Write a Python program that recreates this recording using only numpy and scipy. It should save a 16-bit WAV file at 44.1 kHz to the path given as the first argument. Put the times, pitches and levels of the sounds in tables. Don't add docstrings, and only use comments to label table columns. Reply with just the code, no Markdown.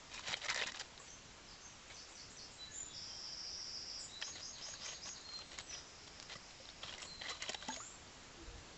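import sys
import numpy as np
from scipy import signal
from scipy.io import wavfile
from scipy.ndimage import uniform_filter1d

SR = 44100
rng = np.random.default_rng(int(sys.argv[2]) if len(sys.argv) > 2 else 0)


def convert_level_to_amplitude(level_db):
    exponent = np.asarray(level_db, float) / 20
    return 10 ** exponent


def wav_out(sig):
    wavfile.write(sys.argv[1], SR, np.round(np.clip(np.atleast_2d(sig).T, -1, 1) * 32767).astype(np.int16))


N = 386757
REFILL_S = 3

# delay t/s, length t/s, first f/Hz, last f/Hz, level/dB, buzz depth f/Hz
BUZZY_FALL = [(0, .062, 5560, 4880, 2, 400)]


def evened(x):
    return x / np.sqrt(np.mean(x ** 2) + 1e-20)


def read(points, hz):
    f, value = np.transpose(points)
    return np.interp(np.log(hz + 1), np.log(f + 1), value)


def add(mix, s, sound):
    part = mix[round(s * SR):][:len(sound)]
    part += sound[:len(part)]


def band(x, lo_hz, hi_hz):
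    return signal.sosfilt(signal.butter(2, [lo_hz, hi_hz], "bandpass", fs=SR, output="sos"), x)


def stream():
    # f/Hz, level/dB per Hz
    colour = [(12, -38.5), (20, 1), (146, -7.5), (300, -10), (3680, -14.5), (7450, -16), (8240, -29.5),
              (10700, -61)]
    # t/s, level/dB
    stir = [
        (0.0, -64.5),
        (0.539, -65.5),
        (1.05, -64),
        (6.722, -63.5),
        (7.3, -64),
        (8.77, -61),
    ]
    frames, hz = N // 256 + 5, np.fft.rfftfreq(1024, 1 / SR)
    real, imag, patches = rng.standard_normal((frames, 513, 3)).T
    patches = uniform_filter1d(patches, size=12, axis=0)
    patches_db = evened(uniform_filter1d(patches, size=12, axis=1))
    s, db = np.transpose(stir)
    swell_db = np.interp(np.arange(frames) * 256 / SR, s, db - np.median(db))
    swell_db = swell_db / (1 + (hz[:, None] / 1500) ** 2)
    spectrum = (real + 1j * imag) * convert_level_to_amplitude(read(colour, hz)[:, None] + patches_db + swell_db)
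    hiss = signal.istft(spectrum, nperseg=1024, noverlap=768)[1][:N]
    return convert_level_to_amplitude(-57.5) * evened(hiss)


def ring(hz, width_hz, t):
    return np.exp(-np.pi * width_hz * t) * np.sin(2 * np.pi * hz * t)


def wall(modes):
    # f/Hz, level/dB
    grit_colour = [(250, -29.5), (550, -2.5), (1500, -8), (3800, -2), (7800, -14), (11000, -60.5)]
    t, hz = np.arange(1024) / SR, np.fft.rfftfreq(1024, 1 / SR)
    log_gain = np.log(convert_level_to_amplitude(np.maximum(read(grit_colour, hz), -60)))
    log_gain = np.r_[log_gain, log_gain[-2:0:-1]]
    tick = np.fft.ifft(np.exp(np.conj(signal.hilbert(log_gain)))).real
    plate = sum(convert_level_to_amplitude(db) * np.sqrt(width) * ring(f, width, t) for f, width, db in modes)
    return evened(tick) + 0.49 * evened(plate)


def grains(shape, per_s, spread_db):
    size_db = spread_db * np.minimum(rng.exponential(1, shape), 4)
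    sizes = convert_level_to_amplitude(size_db) * rng.choice([-1., 1.], shape)
    return sizes * (rng.random(shape) < per_s / SR)


def scuff(length, db, hz, boom_db, snap_db, panel, body, grit, t):
    u = t / length - .55
    snap = 5.4 * (abs(t - .5 * length) < .5 / SR)
    swell = np.exp(-(np.where(u < 0, 3.5, 1.8) * u) ** 2)
    response = evened(body) + panel * evened(ring(hz, 140, t[:len(body)]))
    sound = signal.fftconvolve((grit + snap) * swell, response)
    parts = [band(sound, 430, 950), band(sound, 900, 4400), band(sound, 4400, 9000)]
    gains = convert_level_to_amplitude(db + np.array([boom_db, 0, snap_db])) * np.sqrt(length * SR)
    return sum(g * p / np.linalg.norm(p) for p, g in zip(parts, gains))


def cracks(empty, filled):
    # t/s, length t/s, rms level/dB, ring f/Hz
    full = [(.28, .013, -43, 2530), (.325, 0.011, -44, 2080), (.364, 0.017, -47.5, 3000),
            (.4432, 0.017, -46, 2200), (.455, 0.014, -46, 1200), (.5605, 0.004, -35.5, 2010),
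            (.574, .005, -39.5, 600), (.808, 0.0079, -48, 1770), (4.351, 0.014, -53, 2000),
            (4.682, .016, -51, 760), (4.874, 0.014, -49.5, 2960), (4.916, 0.023, -53, 3000),
            (6.352, 0.022, -54.5, 2030), (6.9796, 0.0093, -50, 2150), (7.047, .02, -53.5, 1000),
            (7.2907, .024, -45, 2010), (7.49, .015, -38.5, 700), (7.478, 0.015, -58, 3120),
            (7.305, .015, -45.5, 3200), (7.492, .006, -38, 3200), (7.6825, .0084, -41.5, 885),
            (7.724, 0.0093, -53, 3420)]
    dull = [(.234, .022, -53.5, 680), (.5736, .0055, -51, 2050), (.5907, .022, -45, 1940),
            (.612, .008, -40, 500), (.6205, .004, -32, 2050), (.326, .012, -41.5, 3830),
            (.646, .006, -48, 3700), (7.432, .008, -49, 3050), (.633, .008, -39, 2700),
            (.744, .0099, -51, 1440), (1.896, .019, -53.5, 2260), (4.882, .023, -52, 3200),
            (6.301, .021, -55, 2120), (6.688, 0.0036, -46.5, 3730), (6.8297, .013, -45, 3310),
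            (6.938, .004, -44, 3250), (7.028, .0056, -47.5, 3170), (7.2125, .0044, -46, 2020),
            (7.218, 0.0043, -40.5, 2120), (7.253, .019, -49, 2050), (7.31, .021, -47, 1190),
            (7.348, .016, -54.5, 1080), (7.403, .0078, -56, 3100), (7.462, .0039, -47, 3100),
            (7.544, .008, -38.5, 800)]
    crisp = [(.135, .023, -52, 2700), (.154, 0.024, -56, 2450), (.1913, 0.0087, -49, 1370),
             (.3071, 0.0084, -50, 2300), (.496, .017, -38, 2600), (.544, .006, -41, 2010),
             (.552, 0.002, -46, 1930), (.668, 0.011, -44, 2040), (.7185, 0.0058, -47, 1990),
             (.759, 0.004, -49, 1860), (.791, .022, -45.5, 3100), (4.214, 0.0054, -44.5, 2840),
             (4.279, 0.0097, -55, 1058), (4.7374, 0.0048, -49.5, 1700), (4.8494, 0.0087, -52, 1800),
             (4.857, .014, -49, 2410), (5.067, 0.005, -55, 1690), (5.079, 0.0039, -49.5, 760),
             (5.3886, 0.0041, -51.5, 1240), (5.5865, 0.0026, -39.5, 2160), (6.2255, 0.004, -48, 3220),
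             (7.016, 0.016, -49.5, 2830), (7.421, 0.0083, -40.5, 2100), (7.532, 0.005, -46, 2300),
             (5.089, .004, -46.5, 4070), (5.317, .003, -57, 2250), (5.335, .003, -52, 1220),
             (5.609, .005, -53, 3900), (.097, .004, -52.5, 4500), (7.543, .008, -47, 1750),
             (7.74, .0073, -57, 3440), (7.7617, 0.004, -44.5, 2270), (7.8076, 0.0037, -53, 1160)]
    thin = [(.176, .009, -48, 2420), (.26, 0.0044, -50, 2520), (.312, .0021, -59, 2190),
            (.34, 0.004, -31, 2430), (.4155, .006, -47, 3770), (.7465, 0.0042, -48, 1800),
            (.4915, .003, -32.5, 2060), (.484, .006, -40, 2130), (7.24, .005, -48, 1990),
            (5.418, .005, -54, 2730), (5.709, .004, -51.5, 1680), (6.354, .005, -47.5, 1160),
            (6.835, .012, -49, 1160), (.5094, .0069, -39, 2020), (.684, .006, -42.5, 1870),
            (.769, .016, -58, 2570), (4.2225, 0.0077, -38, 3020), (5.2888, .0022, -48.5, 1290),
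            (5.7219, .026, -53.5, 2560), (5.744, .013, -50.5, 3240), (6.317, .019, -56, 3180),
            (6.883, .004, -50, 3200), (6.893, 0.0036, -43.5, 3280), (6.925, 0.0043, -49, 3200),
            (7.269, .0034, -51, 2110), (7.278, .026, -47.5, 3300), (7.624, .004, -43, 1590)]
    ringing = [(.482, .03, -43.5, 2060), (.515, .03, -50.5, 2030), (.542, 0.022, -45, 2010),
               (.57, .035, -47.5, 1960), (.5, .04, -51, 1010), (.585, 0.022, -47, 3700),
               (.667, .025, -52, 1880), (.27, .03, -52, 2450), (.43, .03, -51, 2050),
               (4.22, .012, -47, 1750), (6.875, .03, -54, 3200), (6.985, .04, -58.5, 2070),
               (7.245, .03, -51.5, 2010), (7.29, .025, -47.5, 3970), (7.4, .04, -52, 3050),
               (7.425, .025, -54, 2010), (7.475, 0.028, -47, 3200)]
    kinds = [(full, -6.5, -2, 0.97), (dull, -8.5, -22.5, .86), (crisp, -21, 0.7, 0.97),
             (thin, -15, -15, 0.71), (ringing, -19, -20, 4)]
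    out, t = np.zeros(N), np.arange(2200) / SR
    rows = [(*row, *colour) for table, *colour in kinds for row in table]
    clusters = grains((150, len(t)), 9000, 2.6)
    for (s, length, *rest), grit in zip(rows, clusters):
        body = empty if s < REFILL_S else filled
        add(out, s - .2 * length, scuff(length, *rest, body, grit, t))
    return out


def slides(empty, filled):
    # t/s, length t/s, grind level/dB
    pushes = [(0.098, 0.13, -58), (0.22, 0.047, -61), (0.254, 0.096, -49), (.35, 0.058, -61),
              (0.405, 0.077, -53.5), (0.478, 0.062, -48.5), (0.535, 0.125, -49), (0.655, 0.055, -52),
              (0.735, 0.057, -57), (0.794, 0.031, -50.5), (1.066, 0.023, -63), (1.893, 0.055, -62.5),
              (4.264, 0.041, -58), (4.346, 0.078, -59.5), (4.57, 0.081, -60), (4.633, 0.14, -62.5),
              (4.782, 0.19, -58), (5.047, 0.051, -59), (5.326, 0.0068, -70), (5.41, 0.022, -59.5),
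              (5.507, 0.063, -58.5), (5.575, 0.04, -53.5), (5.678, 0.15, -62.5), (6.066, 0.018, -58),
              (6.286, 0.065, -54.5), (6.5, 0.023, -65), (6.802, 0.18, -58), (6.971, 0.089, -60.5),
              (7.203, .12, -57), (7.31, .08, -59.5), (7.39, 0.17, -57), (0.819, .05, -69),
              (5.305, 0.12, -65), (7.583, 0.22, -58.5)]
    clumps = evened(band(rng.standard_normal(N), 30, 150))
    grit = grains(N, 8000, 2.2) * convert_level_to_amplitude(3.0 * clumps)
    early = np.arange(N) < REFILL_S * SR
    grind = signal.oaconvolve(grit * early, empty) + signal.oaconvolve(grit * ~early, filled)
    grind = grind[:N]
    level = np.zeros(N)
    for s, length, db in pushes:
        add(level, s, convert_level_to_amplitude(db) * signal.windows.tukey(round(length * SR), .4))
    return level * grind / np.std(band(grind, 900, 3000))


def bumps():
    # t/s, peak level/dB, f/Hz
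    knocks = [(0.294, -46, 122), (0.311, -49, 150), (0.661, -51, 248), (0.721, -55, 250), (.76, -57, 90),
              (7.5, -46, 240), (5.101, -60, 140), (6.361, -51, 170), (6.85, -52, 150), (7.219, -57, 170),
              (8.43, -54, 44.8), (8.486, -45, 50), (8.508, -51, 70), (8.544, -48, 60), (8.561, -48, 80),
              (8.588, -49, 59), (8.611, -53, 70)]
    out, t = np.zeros(N), np.arange(8000) / SR
    for s, db, hz in knocks:
        u = t * hz - .6
        add(out, s - .6 / hz, convert_level_to_amplitude(db) * np.cos(2 * np.pi * u - .7) * np.exp(-(u / .6) ** 2))
    return out


def bubbles():
    # t/s, peak level/dB, f/Hz, rise per s, 60 dB decay t/s
    pops = [(7.684, -42.5, 247, 0.42, 0.21), (7.689, -36, 879, 0.45, 0.071), (7.702, -41, 1630, 1, 0.053),
            (7.73, -40.5, 3450, 0.71, 0.049), (7.771, -45, 620, 3.2, 0.068), (7.803, -39.5, 1150, 4, 0.03),
            (7.812, -51, 1330, 1.5, 0.14), (7.058, -48, 600, 1, 0.026), (1, -53.5, 1100, 1.1, 0.13),
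            (4.7, -43, 8300, 1, 0.0055), (6.2, -28.5, 4800, 1, 0.0023), (6.655, -40, 4100, 0.91, 0.008),
            (.978, -37, 3940, 1, 0.0057), (1, -47.5, 7350, 1, 0.016), (4.4, -46, 5700, 1, .02),
            (5.21, -49, 7000, 1, .02), (5.37, -49, 5700, 1, .015), (7.5, -48, 5000, 1, .015),
            (6.7, -45.5, 4300, 1, .02), (7.74, -44, 4900, 1, .02), (6.6, -51.5, 520, 1, .1),
            (7.305, -47, 1100, 1, 0.15)]
    out, t = np.zeros(N), np.arange(8000) / SR
    for s, db, hz, rise, t60 in pops:
        add(out, s, convert_level_to_amplitude(db - 60 * t / t60) * np.sin(2 * np.pi * hz * (t + rise * t ** 2)))
    return out


def note(length, first_hz, last_hz, db, buzz_hz=None):
    t = np.arange(0, length, 1 / SR)
    warble_hz = buzz_hz or min(25 + 0.018 * abs(last_hz - first_hz) / length, 203)
    hz = first_hz + (last_hz - first_hz) * t / length + warble_hz * np.sin(2 * np.pi * 178 * t)
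    tone = np.sin(2 * np.pi * np.cumsum(hz) / SR)
    return np.sqrt(2) * convert_level_to_amplitude(db) * tone * signal.windows.tukey(len(t), .45)


def phrase(rows):
    out = np.zeros(N)
    for s, *shape in rows:
        add(out, s, note(*shape))
    return out


def syllables(starts, parts):
    out = np.zeros(N)
    for (s, db), sharp in zip(starts, rng.normal(1, .008, 40)):
        for after, length, first_hz, last_hz, *rest in parts:
            add(out, s + after, convert_level_to_amplitude(db) * note(length, sharp * first_hz, sharp * last_hz, *rest))
    return out


def trill(rows, per_s, slack_s):
    s, db = np.transpose(rows)
    starts = np.arange(s[0], s[-1] - .04, 1 / per_s)
    early, loud_db = rng.standard_normal((40, 2))[:len(starts)].T
    return np.transpose([starts + slack_s * early, np.interp(starts + .03, s, db) + loud_db])


def near_bird():
    # t/s, length t/s, first f/Hz, last f/Hz, level/dB
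    whistles = [(0.989, 0.03, 8060, 6440, -57.5), (1.071, 0.044, 5750, 6520, -54.5),
                (1.475, 0.03, 5210, 4860, -55.5), (1.503, 0.027, 4870, 4200, -60),
                (1.595, 0.068, 6160, 6490, -56.5), (1.665, 0.058, 5860, 5750, -65),
                (2.703, 0.039, 6440, 7060, -51.5), (2.72, .12, 7250, 6960, -48),
                (3.986, 0.031, 8260, 6860, -48), (4.008, 0.046, 6950, 7050, -55),
                (4.073, .05, 3680, 3960, -56), (4.107, 0.09, 3910, 4003, -51.5),
                (5.223, 0.16, 4270, 4134, -49.5), (5.42, 0.1, 7950, 8050, -66),
                (5.582, 0.067, 7800, 7570, -62), (5.663, 0.074, 5964, 5775, -48.5),
                (5.694, 0.059, 5650, 4840, -50), (7, 0.034, 8020, 6770, -52),
                (7.045, 0.045, 4450, 4100, -55), (7.081, 0.16, 4160, 4020, -53.5),
                (7.221, 0.13, 4100, 3980, -57), (7.386, 0.22, 3980, 3930, -59),
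                (7.564, 0.094, 3850, 3910, -62), (7.69, 0.06, 6500, 6800, -49),
                (7.748, .14, 6790, 7650, -53.5), (7.85, 0.048, 7500, 7470, -62)]
    # (delay t/s, length t/s, first f/Hz, last f/Hz, level/dB)
    chips = [(1.875, 7), (2.085, 9.5), (2.298, 10), (2.508, 10)], [(0, 0.017, 6400, 8600, -65)]
    churrs = [(1.94, -0.55), (2.15, -0.41), (2.365, 0.97)], [(0, 0.011, 5900, 5980, -50),
              (.015, 0.0078, 5910, 4500, -50), (.022, .02, 4440, 4700, -52.5),
              (.045, 0.028, 4980, 5480, -54.5)]
    sweets = ([(4.2, 0.011), (4.405, 0.0042), (4.605, 0), (4.805, 0.0037), (5.012, 0.0076)],
              [(0, 0.034, 4910, 5240, -48.5), (.015, 0.019, 5180, 6210, -47.5),
              (.035, 0.033, 6220, 6690, -49), (.06, 0.06, 6600, 6660, -53),
              (.115, 0.048, 5085, 3550, -53.5)])
    # t/s, level/dB
    contour = [
        (2.924, -51),
        (3.05, -51),
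        (3.14, -50.5),
        (3.6, -48),
        (3.97, -49.5),
    ]
    out = phrase(whistles) + syllables(trill(contour, 14.0, 0.0015), BUZZY_FALL)
    for starts, parts in (chips, churrs, sweets):
        out += syllables(starts, parts)
    return out


def answering_bird():
    # t/s, length t/s, first f/Hz, last f/Hz, level/dB
    answer = [(2.572, .1, 3990, 3950, -54), (2.7, .1, 3900, 3750, -66), (3.2, .08, 3150, 3050, -66),
              (2.659, 0.08, 1780, 1650, -65.5), (2.717, .044, 3600, 3400, -65),
              (2.799, 0.043, 3960, 3520, -64), (2.873, .05, 3560, 3380, -60), (2.93, .07, 3380, 3450, -60),
              (2.885, 0.076, 3900, 3660, -63), (3.07, .06, 3250, 3120, -62), (3.161, .12, 3240, 3040, -68),
              (8.332, .1, 1720, 1700, -75), (8.46, .14, 1700, 1720, -76), (8.62, .09, 1670, 1668, -75),
              (8.36, 0.3, 482, 470, -69.5), (8.37, 0.055, 340, 328, -60)]
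    return phrase(answer)


def far_bird():
    # t/s, level/dB
    far_buzz = [
        (5.8, -95),
        (5.866, -64.5),
        (6.9, -67.5),
    ]
    return syllables(trill(far_buzz, 21.0, 0.01), BUZZY_FALL)


def woods(x, cluster_s, far_t60, far_db):
    t = np.arange(SR * 3 // 4) / SR
    decay = np.exp(-(t / cluster_s) ** 2) + convert_level_to_amplitude(far_db - 60 * t / far_t60)
    echoes = grains((3, len(t)), 4000, 1.0) * decay
    turn = np.pi * 4.1 * np.arange(N) / SR + np.pi / 3 * np.arange(3)[:, None]
    paths = x * np.cos(turn) * np.sqrt(2 / 3)
    return signal.fftconvolve(paths, echoes / np.linalg.norm(echoes[0]), axes=1).sum(0)[:N]


def scene():
    # f/Hz, width f/Hz, level/dB
    empty_modes = [(600, 130, -5.5), (1037, 58, -6), (1960, 190, -0.5), (2520, 130, -4), (3100, 240, -5.5),
                   (3850, 310, -1), (4670, 340, -9), (5670, 200, -13.5), (6650, 190, -7)]
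    # f/Hz, width f/Hz, level/dB
    filled_modes = [(650, 260, -3), (1177, 89, -5), (1530, 120, -9.5), (2010, 100, -2), (3200, 88, -3),
                    (3970, 160, -1), (5440, 120, -8.5), (6600, 200, -6.5)]
    bodies = wall(empty_modes), wall(filled_modes)
    bottle = cracks(*bodies) + slides(*bodies) + bumps() + bubbles()
    bottle = bottle + convert_level_to_amplitude(-13) * woods(bottle, .015, 0.25, -12.5)
    song = near_bird() + answering_bird() + far_bird()
    song = convert_level_to_amplitude(-10.0) * song + woods(song, 0.072, 1.0, -7)
    return (bottle + song + stream())[None]


def band_limit(x):
    return signal.sosfilt(signal.butter(12, 8390, fs=SR, output="sos"), x)


def record(dry):
    edges_hz, gains = [0, 7700, 8100, 8500, SR / 2], [1, 1, .45, 0, 0]
    taps = signal.firwin2(801, edges_hz, gains, window=("kaiser", 9), fs=SR)
    return band_limit(signal.oaconvolve(dry, taps[None], "same"))


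dry = scene()
out = record(dry)
wav_out(out)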